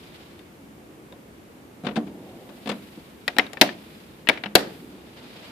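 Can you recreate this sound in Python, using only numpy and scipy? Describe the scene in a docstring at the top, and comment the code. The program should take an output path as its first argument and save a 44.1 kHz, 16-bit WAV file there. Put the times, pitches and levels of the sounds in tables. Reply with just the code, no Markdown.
"""First come a faint outdoor hum and hiss, rustling clothes and two tiny clacks of a loose latch. Then, an
arm's length away, the hollow lid of a hard plastic motorcycle saddlebag is bumped, swung up and knocked shut,
booming and ticking. Each of two metal latches is hooked on, rattles, and snaps tight so loudly that its peaks
are flattened. Every blow is a crack, a quickly dying burst of noise and a few ringing tones; the bike and the
walls nearby add a short after-ring."""
import sys
import numpy as np
from scipy import signal
from scipy.fft import rfft, irfft, next_fast_len
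from scipy.io import wavfile

SR = 44100
rng = np.random.default_rng(int(sys.argv[2]) if len(sys.argv) > 2 else 0)


def master(y):
    """Save y as 16-bit WAV."""
    cut = np.clip(np.atleast_2d(y).T, -1, 1)
    pcm = np.round(cut * 32767)  # scale
    wavfile.write(sys.argv[1], SR, pcm.astype(np.int16))


N = 243247

EDGES = np.geomspace(28, 16000, 28)   # borders of the frequency bands [Hz]
CENTRES, WIDTHS = np.sqrt(EDGES[1:] * EDGES[:-1]), np.diff(EDGES)
BANK = [signal.butter(2, pair, "band", fs=SR, output="sos") for pair in zip(EDGES, EDGES[1:])]
BASS_HZ, TREBLE_HZ, SHADOW_HZ = 1040, 5200, 1040   # bass ends, treble starts, far side starts to dull
MIDDLING_DB, HALVING_DB = -34, 46   # a medium blow; one this much harder rings half as long


def from_db(db):
    """Turn decibels into a gain to multiply by."""
    return 10 ** (np.asarray(db) / 20)


def at_hz(points, hz):
    """Read a table of (frequency, value) at any frequency, gliding between its rows."""
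    frequencies, values = np.array(points).T
    return np.interp(np.log(hz), np.log(frequencies), values)


def above(hz, corner_hz):
    """A smooth step from 0 below the corner frequency to 1 above it."""
    return 1 / (1 + (corner_hz / hz) ** 6)


def dying(t, ring_s):
    """A fade that drops 60 dB in ring_s seconds, the ring time."""
    return np.exp(-np.log(1000) * t / ring_s)


def swell(peak_s, rise_s, fall_s):
    """A gain that rises from 0 to 1 and falls back, in straight lines."""
    return np.interp(np.arange(N) / SR, [peak_s - rise_s, peak_s, peak_s + fall_s], [0, 1, 0])


def wavering(depth_db, count):
    """A gain that wanders through count random values."""
    gains = from_db(depth_db * rng.standard_normal(count))
    return np.interp(np.linspace(0, count - 1, num=N), np.arange(count), gains)


def linger(power, time_s):
    """Smear energy over the time that follows, fading as it goes."""
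    kept = np.exp(-1 / (time_s * SR))
    return signal.lfilter([1 - kept], [1, -kept], power + 1e-18)


def unit_energy(x):
    """Scale a stereo sound to an average energy of 1 per channel."""
    return x / np.sqrt(np.sum(x ** 2) / 2 + 1e-20)


def band_noise(k, likeness, size):
    """Stereo noise in band k; a likeness near 1 sounds the same in both ears."""
    run_in = 2000   # samples for the filter to settle
    mid, side = signal.sosfilt(BANK[k], rng.standard_normal((2, size + run_in)))[:, run_in:]
    alike = np.clip(at_hz(likeness, CENTRES[k]), -.99, .99)
    return np.sqrt(1 + alike) * mid + np.sqrt(1 - alike) * side * np.array([[1], [-1]])


def coloured(gain):
    """Stereo noise of average power 1, its tone shaped by gain(hz)."""
    size = next_fast_len(N, real=True)
    hz = np.fft.rfftfreq(size, 1 / SR) + 1
    shaped = rfft(rng.standard_normal((2, size))) * gain(hz)
    return unit_energy(irfft(shaped, size)[:, :N]) * np.sqrt(N)


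def add(out, sound, time_s):
    """Mix a sound in at the given time."""
    start = round(time_s * SR)
    out[:, start:start + sound.shape[1]] += sound[:, :N - start]


# how alike both ears hear sound from all around: (frequency [Hz], likeness [-1 to 1])
ALL_AROUND_LIKENESS = [(60, 0.96), (290, 0.86), (640, 0.35), (1400, -0.23), (3000, 0.15), (14000, -0.097)]
# tone of the outdoor air: (frequency [Hz], relative level [dB per Hz])
OUTDOOR_COLOUR = [(15, -74), (25, -53.5), (54, -10), (145, -6.5), (228, -3), (340, -4.5), (368, -10.5),
                  (455, -6.5), (579, -14), (910, -18), (1010, -19.5), (1720, -25.5), (2250, -26.5),
                  (5130, -37.5), (14500, -37.5)]
def hum_and_hiss(hum_db, hiss_db):
    """A distant hum wavers a little under a thin, steady hiss."""
    hum, hiss = 0, 0
    for k, hz in enumerate(CENTRES):
        noise = unit_energy(band_noise(k, ALL_AROUND_LIKENESS, size=N))
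        band = from_db(at_hz(OUTDOOR_COLOUR, hz)) * np.sqrt(WIDTHS[k]) * noise
        high = above(hz, corner_hz=1303)
        hum = hum + (1 - high) * band * wavering(depth_db=1.1, count=60)
        hiss = hiss + high * band
    return (from_db(hum_db) * unit_energy(hum) + from_db(hiss_db) * unit_energy(hiss)) * np.sqrt(N)


# dull swells of noise: (peak time [s], rise [s], fall [s], level [dB], centre pitch [Hz])
DULL_SWELLS = [(1.0, 0.4, 0.26, -51.5, 295), (2.1, 0.23, .55, -43.5, 257), (2.3, 0.43, 0.55, -49, 520),
               (4.78, 0.32, 0.49, -46, 252), (5.45, 1, 0.5, -53.5, 500)]
def low_swells(width_octaves):
    """Soft humps of low noise come and go, alike in both ears."""
    out = 0
    for peak_s, rise_s, fall_s, level_db, centre_hz in DULL_SWELLS:
        noise = coloured(lambda hz: np.exp(-(np.log2(hz / centre_hz) / width_octaves) ** 2))[0]
        out = out + from_db(level_db) * swell(peak_s, rise_s, fall_s) * noise
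    return out


# tone of rubbing cloth: (frequency [Hz], relative level [dB per Hz])
CLOTH_COLOUR = [(300, -30), (700, 0.5), (1300, -3), (2400, 0), (3000, -0.5), (3700, -0.5), (4250, -4),
                (4900, -5.5), (6000, -16), (14000, -24)]
# the person's movements: (peak time [s], rise [s], fall [s], rubbing level [dB], swish level [dB])
BODY_MOVES = [(.05, 0.34, 0.57, -51, -64), (2.78, 1, 0.84, -54, -57.5), (3.92, 0.67, 0.47, -53.5, -59),
              (4.74, 0.21, .3, -51, -55.5), (5.43, 0.56, 0.5, -47, -63)]
def clothes():
    """Cloth slides in small uneven catches under a fine swish; each move swells and fades."""
    rubbing = coloured(lambda hz: from_db(at_hz(CLOTH_COLOUR, hz))) * wavering(depth_db=2.5, count=450)
    swish = coloured(lambda hz: above(hz, corner_hz=6800))
    return sum(swell(peak_s, rise_s, fall_s) * (from_db(rub_db) * rubbing + from_db(swish_db) * swish)
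               for peak_s, rise_s, fall_s, rub_db, swish_db in BODY_MOVES)


# how long the bike and the walls nearby ring on: (frequency [Hz], ring time [s])
AFTER_RING_TIMES = [(150, 0.5), (400, 0.43), (1500, 0.33), (4500, 0.31), (12000, 0.2)]
# how much sound they send back: (frequency [Hz], level [dB])
AFTER_RING_LEVELS = [(100, -10.5), (300, -11), (700, -13.5), (1800, -13), (4500, -18.5), (7000, -17),
                     (13000, -18.5)]
def after_ring(sound, build_s):
    """The bike and the walls send each blow back as a wash that builds up and dies away."""
    out, mono = 0, sound.mean(axis=0) + 1e-18
    lowest_hz = AFTER_RING_LEVELS[0][0]
    for k, hz in enumerate(CENTRES):
        if hz > lowest_hz:
            power = linger(signal.sosfilt(BANK[k], mono) ** 2, build_s)
            power = linger(power, at_hz(AFTER_RING_TIMES, hz) / np.log(1e6))
            wash = unit_energy(band_noise(k, ALL_AROUND_LIKENESS, size=N))
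            out = out + from_db(at_hz(AFTER_RING_LEVELS, hz)) * np.sqrt(N * power) * wash
    return out * wavering(depth_db=1.5, count=1100)   # few surfaces outdoors: echoes come in clumps


# A blow is (time [s], level [dB], extra bass [dB], extra treble [dB], ring length [factor],
# left over right [dB], pitch of the struck spot [Hz], extra level of that spot [dB]).
def strength(blow, hz):
    """Left and right gain of a blow at one frequency; only high sounds are shadowed on the right."""
    level_db, bass_db, treble_db, _, left_db = blow[1:6]
    tone_db = level_db + bass_db * (1 - above(hz, BASS_HZ)) + treble_db * above(hz, TREBLE_HZ)
    side_db = left_db * above(hz, SHADOW_HZ) * np.array([[.5], [-.5]])
    return from_db(tone_db + side_db)


def ring_length(level_db):
    """The harder two parts are pressed together, the sooner their ring dies."""
    return 2 ** ((MIDDLING_DB - level_db) / HALVING_DB)


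# how alike both ears hear sound straight from the bag: (frequency [Hz], likeness [-1 to 1])
BAG_LIKENESS = [(300, 1), (800, 0.86), (1500, 0.48), (3000, 0.26), (5000, 0.067), (12000, 0.12)]
# how fast the plastic goes quiet: (frequency [Hz], ring time before stretching [s])
PANEL_RING_TIMES = [(100, 0.15), (280, 0.049), (700, 0.071), (1800, 0.03), (4500, 0.025), (12000, 0.015)]
def panels(blows, colour, rise_s, stretch, crack_db):
    """Struck plastic cracks, then countless tones blur into a burst that dies fastest in the treble."""
    out, t = np.zeros((2, N)), np.arange(SR // 7) / SR
    shares = from_db(at_hz(colour, CENTRES)) * np.sqrt(WIDTHS)   # each band's part of the sound
    shares *= np.sqrt(SR / 100) / np.linalg.norm(shares)
    for k, hz in enumerate(CENTRES):
        crack = (-1) ** k * signal.sosfilt(BANK[k], (t == 0) + 1e-18)
        crack *= from_db(crack_db) / np.linalg.norm(crack)
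        for blow in blows:
            time_s, length = blow[0], blow[4]
            ring_s = at_hz(PANEL_RING_TIMES, hz) * stretch * length
            envelope = (1 - np.exp(-t / rise_s)) * dying(t, ring_s)
            burst = unit_energy(band_noise(k, BAG_LIKENESS, size=len(t)) * envelope)
            add(out, shares[k] * strength(blow, hz) * (burst + above(hz, BASS_HZ) * crack), time_s)
    return out


def ringing(blows, tones, level_db, scatter_db):
    """A struck part rings at its natural pitches; each blow wakes each one by a chance amount."""
    out, t = np.zeros((2, N)), np.arange(SR // 2) / SR
    luck_db = scatter_db * rng.standard_normal((len(blows), len(tones)))
    for k, (hz, tone_db, ring_s) in enumerate(tones):
        tone = (-1) ** k * np.sin(2 * np.pi * hz * t) * dying(t, ring_s)
        for blow, luck in zip(blows, luck_db):
            add(out, from_db(level_db + tone_db + luck[k]) * strength(blow, hz) * tone, blow[0])
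    return out


def struck_spots(blows, base_cycles=47.4):
    """The spot that is hit rings at its own pitch: low for a panel, high for a lever."""
    out, t = np.zeros((2, N)), np.arange(SR // 2) / SR
    for blow in blows:
        time_s, _, _, _, length, _, hz, spot_db = blow
        onset = 1 - np.exp(-2 * hz * t)   # the contact lasts about half a cycle
        tone = np.sin(2 * np.pi * hz * t) * onset * dying(t, length * base_cycles / hz)
        add(out, from_db(spot_db) * strength(blow, hz) * tone, time_s)
    return out


# tone of a knock on the lid: (frequency [Hz], relative level [dB per Hz])
KNOCK_COLOUR = [(70, -34), (130, -23), (200, 13.5), (320, 1.5), (520, 1.5), (780, -5.5), (1200, -8.5),
                (2000, -12.5), (3600, -13.5), (5500, -29), (9000, -33.5), (14500, -54)]
# natural tones of the open lid: (pitch [Hz], relative level [dB], ring time [s])
LID_TONES = [(160, -22, 0.077), (205, -17, 0.66), (230, -13, 0.28), (292, -15, 0.3), (478, -9.5, 0.074),
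             (720, -7.5, 0.11), (812, -39, 0.1)]
# the lid bumping at the end of its straps and as it is swung up:
# (time [s], level [dB], ring length [factor], pitch of the struck spot [Hz])
THUDS = [(1.836, -44, 0.63, 170), (1.972, -34.5, 0.79, 230), (1.974, -37, 0.81, 788),
         (1.989, -43, 1.8, 294.2), (2.695, -36, 0.15, 189), (2.975, -49.5, 0.47, 319)]
# its hinges and rim ticking: (time [s], level [dB], extra treble [dB])
TICKS = [(1.847, -31.5, -5), (1.855, -30.5, -3), (1.867, -20, -11), (1.885, -28, -13), (1.909, -35.5, -18),
         (1.958, -24.5, -3), (1.964, -22.5, -1), (2.069, -42, 2), (2.490, -42.5, 2), (2.658, -32, 1),
         (2.673, -25.5, 2), (2.691, -23.5, 6.5), (2.697, -21, -1), (2.715, -26, 0)]
def lid():
    """Plastic knocks on plastic with a hollow boom. Returns the whole lid and the struck spots."""
    bass_db, treble_db, left_db, spot_db = 10.5, 7, 6, 6.5
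    blows = [(time_s, db, bass_db, treble_db, length, left_db, hz, spot_db)
             for time_s, db, length, hz in THUDS]
    tick_left_db, hinge_hz, hinge_db = 11.5, 3550, -17
    for time_s, db, tick_treble_db in TICKS:
        tick_bass_db = 1 + 0.41 * (MIDDLING_DB - db)   # gentler ticks are duller
        length = 0.92 * ring_length(db)
        blows.append((time_s, db, tick_bass_db, tick_treble_db, length, tick_left_db, hinge_hz, hinge_db))
    boom = ringing(blows, LID_TONES, level_db=-3, scatter_db=5.0)
    plastic = panels(blows, KNOCK_COLOUR, rise_s=0.0013, stretch=2.5, crack_db=-13.5)
    return boom + plastic, struck_spots(blows)


# natural tones of a metal latch: (pitch [Hz], relative level [dB], ring time [s])
METAL_TONES = [(1650, -16.5, 0.07), (1750, -23.5, 0.06), (1857, -9, 0.035), (2200, -23.5, 0.04),
               (2210, -13, 0.032), (2670, -10.5, 0.039), (2965, -23, 0.05), (3190, -25, 0.05),
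               (3700, -23, 0.05), (4170, -20, 0.031), (4440, -19, 0.034), (4600, -24, 0.045),
               (5350, -19.5, 0.04)]
# natural tones of the closed bag's shell: (pitch [Hz], relative level [dB], ring time [s])
SHELL_TONES = [(202, -23, 0.22), (282.5, -14.5, 0.16), (403, -18, 0.085), (438, -19, 0.11),
               (490, -21, 0.07), (560, -14, 0.076), (615, -24.5, 0.023), (719, -13.5, 0.099),
               (740, -10, 0.09), (930, -14.5, 0.056), (1010, -18.5, .06), (1416, -13.5, 0.055)]
def latch_and_shell(blows, metal_db, metal_scatter_db, shell_db, shell_scatter_db):
    """A blow rings both the metal latch and the hollow shell it sits on."""
    metal = ringing(blows, METAL_TONES, metal_db, metal_scatter_db)
    return metal + ringing(blows, SHELL_TONES, shell_db, shell_scatter_db)


# tone of a sharp clack: (frequency [Hz], relative level [dB per Hz])
SHARP_CLACK_COLOUR = [(70, -23.5), (270, -5), (500, -4), (800, -2.5), (1150, -9), (1900, -1.5),
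                      (2700, -3.5), (4000, -10), (5200, -19), (6200, -36), (7400, -20), (9300, -29.5),
                      (11500, -23.5), (14500, -43.5)]
# sharp clacks of the lid meeting its rim and of the latch levers: (time [s], level [dB],
# extra bass [dB], extra treble [dB], pitch of the struck spot [Hz], extra level of that spot [dB])
CLACKS = [(0.392, -50, 0, 6, 3600, 5), (1.124, -52.5, 17.5, 8, 3700, 8.5),
          (3.2793, -19, -2.5, 0.5, 1930, 5.5), (3.366, -33, 11, -4.5, 2350, 2),
          (3.3844, -13.5, 5.5, 3.5, 1867, 9.5), (3.395, -15, -4.5, -26, 2100, 9),
          (3.466, -41, -2, -3, 3780, 5.5), (3.532, -38, 9.5, 9.5, 6930, -4.5),
          (3.571, -35.5, 7.5, -41, 1800, 3.5), (3.691, -33, 0, -17.5, 1770, 4),
          (4.2723, -28.5, -1, -12.5, 1870, 2), (4.288, -12, 0, 1.5, 1660, -8),
          (4.2957, -16, 4.5, -1, 2290, 7.5), (4.374, -35, -2, -15, 2290, 1), (4.437, -27, 0, -12, 2320, 1),
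          (4.459, -28, 1.5, -23, 206, -4)]
def sharp_clacks(left_db):
    """The lid or a lever clacks brightly and shakes the shell. Returns that and the struck spots."""
    blows = [(time_s, db, bass_db, treble_db, 1.48 * ring_length(db), left_db, hz, spot_db)
             for time_s, db, bass_db, treble_db, hz, spot_db in CLACKS]
    ring = latch_and_shell(blows, metal_db=-2.0, metal_scatter_db=6.5, shell_db=-6.5, shell_scatter_db=3.5)
    plastic = panels(blows, SHARP_CLACK_COLOUR, rise_s=0.00017, stretch=0.89, crack_db=-12)
    return ring + from_db(-2.5) * plastic, struck_spots(blows)


# tone of a latch's snap: (frequency [Hz], relative level [dB per Hz])
TIGHT_LATCH_COLOUR = [(70, -20.5), (150, -8.5), (280, 1.5), (500, -3), (720, 4), (1100, -22.5), (1750, -2),
                      (2900, -7), (4400, -6), (6000, -18.5), (9000, -23), (12000, -17.5), (14500, -22.5)]
# levers snapping past their tipping point and pulling the shell tight: (time [s], level [dB],
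# extra bass [dB], extra treble [dB], ring length [factor], left over right [dB])
SNAPS = [(3.6124, -4, -2, -1, 0.96, 9.5), (4.5527, -5, 3.5, 3.5, 0.62, 12)]
def latch_snaps(spot_hz, spot_db):
    """A taut lever slams home and drives the whole shell. Returns that and the struck spots."""
    blows = [(*snap, spot_hz, spot_db) for snap in SNAPS]   # each snap adds a short metallic ring
    ring = latch_and_shell(blows, metal_db=-5, metal_scatter_db=7, shell_db=-1.5, shell_scatter_db=0.5)
    plastic = panels(blows, TIGHT_LATCH_COLOUR, rise_s=0.00078, stretch=1.67, crack_db=-9.0)
    return ring + from_db(-0.5) * plastic, struck_spots(blows)


def lever_buzz(relative_db, taps_per_s, ring_s, lowest_hz):
    """After a snap the lever buzzes on its pin: a dying spray of tiny bright taps."""
    out, t = np.zeros((2, N)), np.arange(SR // 4) / SR
    bright = signal.butter(2, lowest_hz, "high", fs=SR, output="sos")
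    for time_s, snap_db, *_ in SNAPS:
        taps = (rng.random(len(t)) < taps_per_s / SR) * rng.standard_normal((2, len(t)))
        spray = unit_energy(signal.sosfilt(bright, taps + 1e-18)) * np.sqrt(len(t))
        add(out, from_db(snap_db + relative_db) * dying(t, ring_s) * spray, time_s)
    return out


def scene():
    """Mix the outdoors, the person's clothes and the bag with its short after-ring."""
    knocks, lid_spots = lid()
    clacks, clack_spots = sharp_clacks(left_db=9.5)
    snaps, snap_spots = latch_snaps(spot_hz=1750, spot_db=-5.5)
    sent_out = from_db(-1.0) * knocks + from_db(0.3) * clacks + from_db(-0.4) * snaps
    echoes = after_ring(sent_out, build_s=0.0045)
    outdoors = hum_and_hiss(hum_db=-47.5, hiss_db=-57) + low_swells(width_octaves=.8)
    buzz = lever_buzz(relative_db=-23.5, taps_per_s=1000, ring_s=0.12, lowest_hz=3480)
    bag = knocks + lid_spots + clacks + clack_spots + snaps + snap_spots + buzz + echoes
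    bass_cut = signal.butter(2, 114.3, "high", fs=SR, output="sos")   # the bag sounds carry no deep bass
    return outdoors + clothes() + signal.sosfilt(bass_cut, bag + 1e-18)


def record(dry):
    """The loudest snaps are flattened at full scale, and the highest treble is cut away."""
    clipped = np.clip(dry, -1, 1)
    treble_cut = signal.ellip(10, .2, 80, 14700, fs=SR, output="sos")
    return signal.sosfilt(treble_cut, clipped)


dry = scene()
out = record(dry)
master(out)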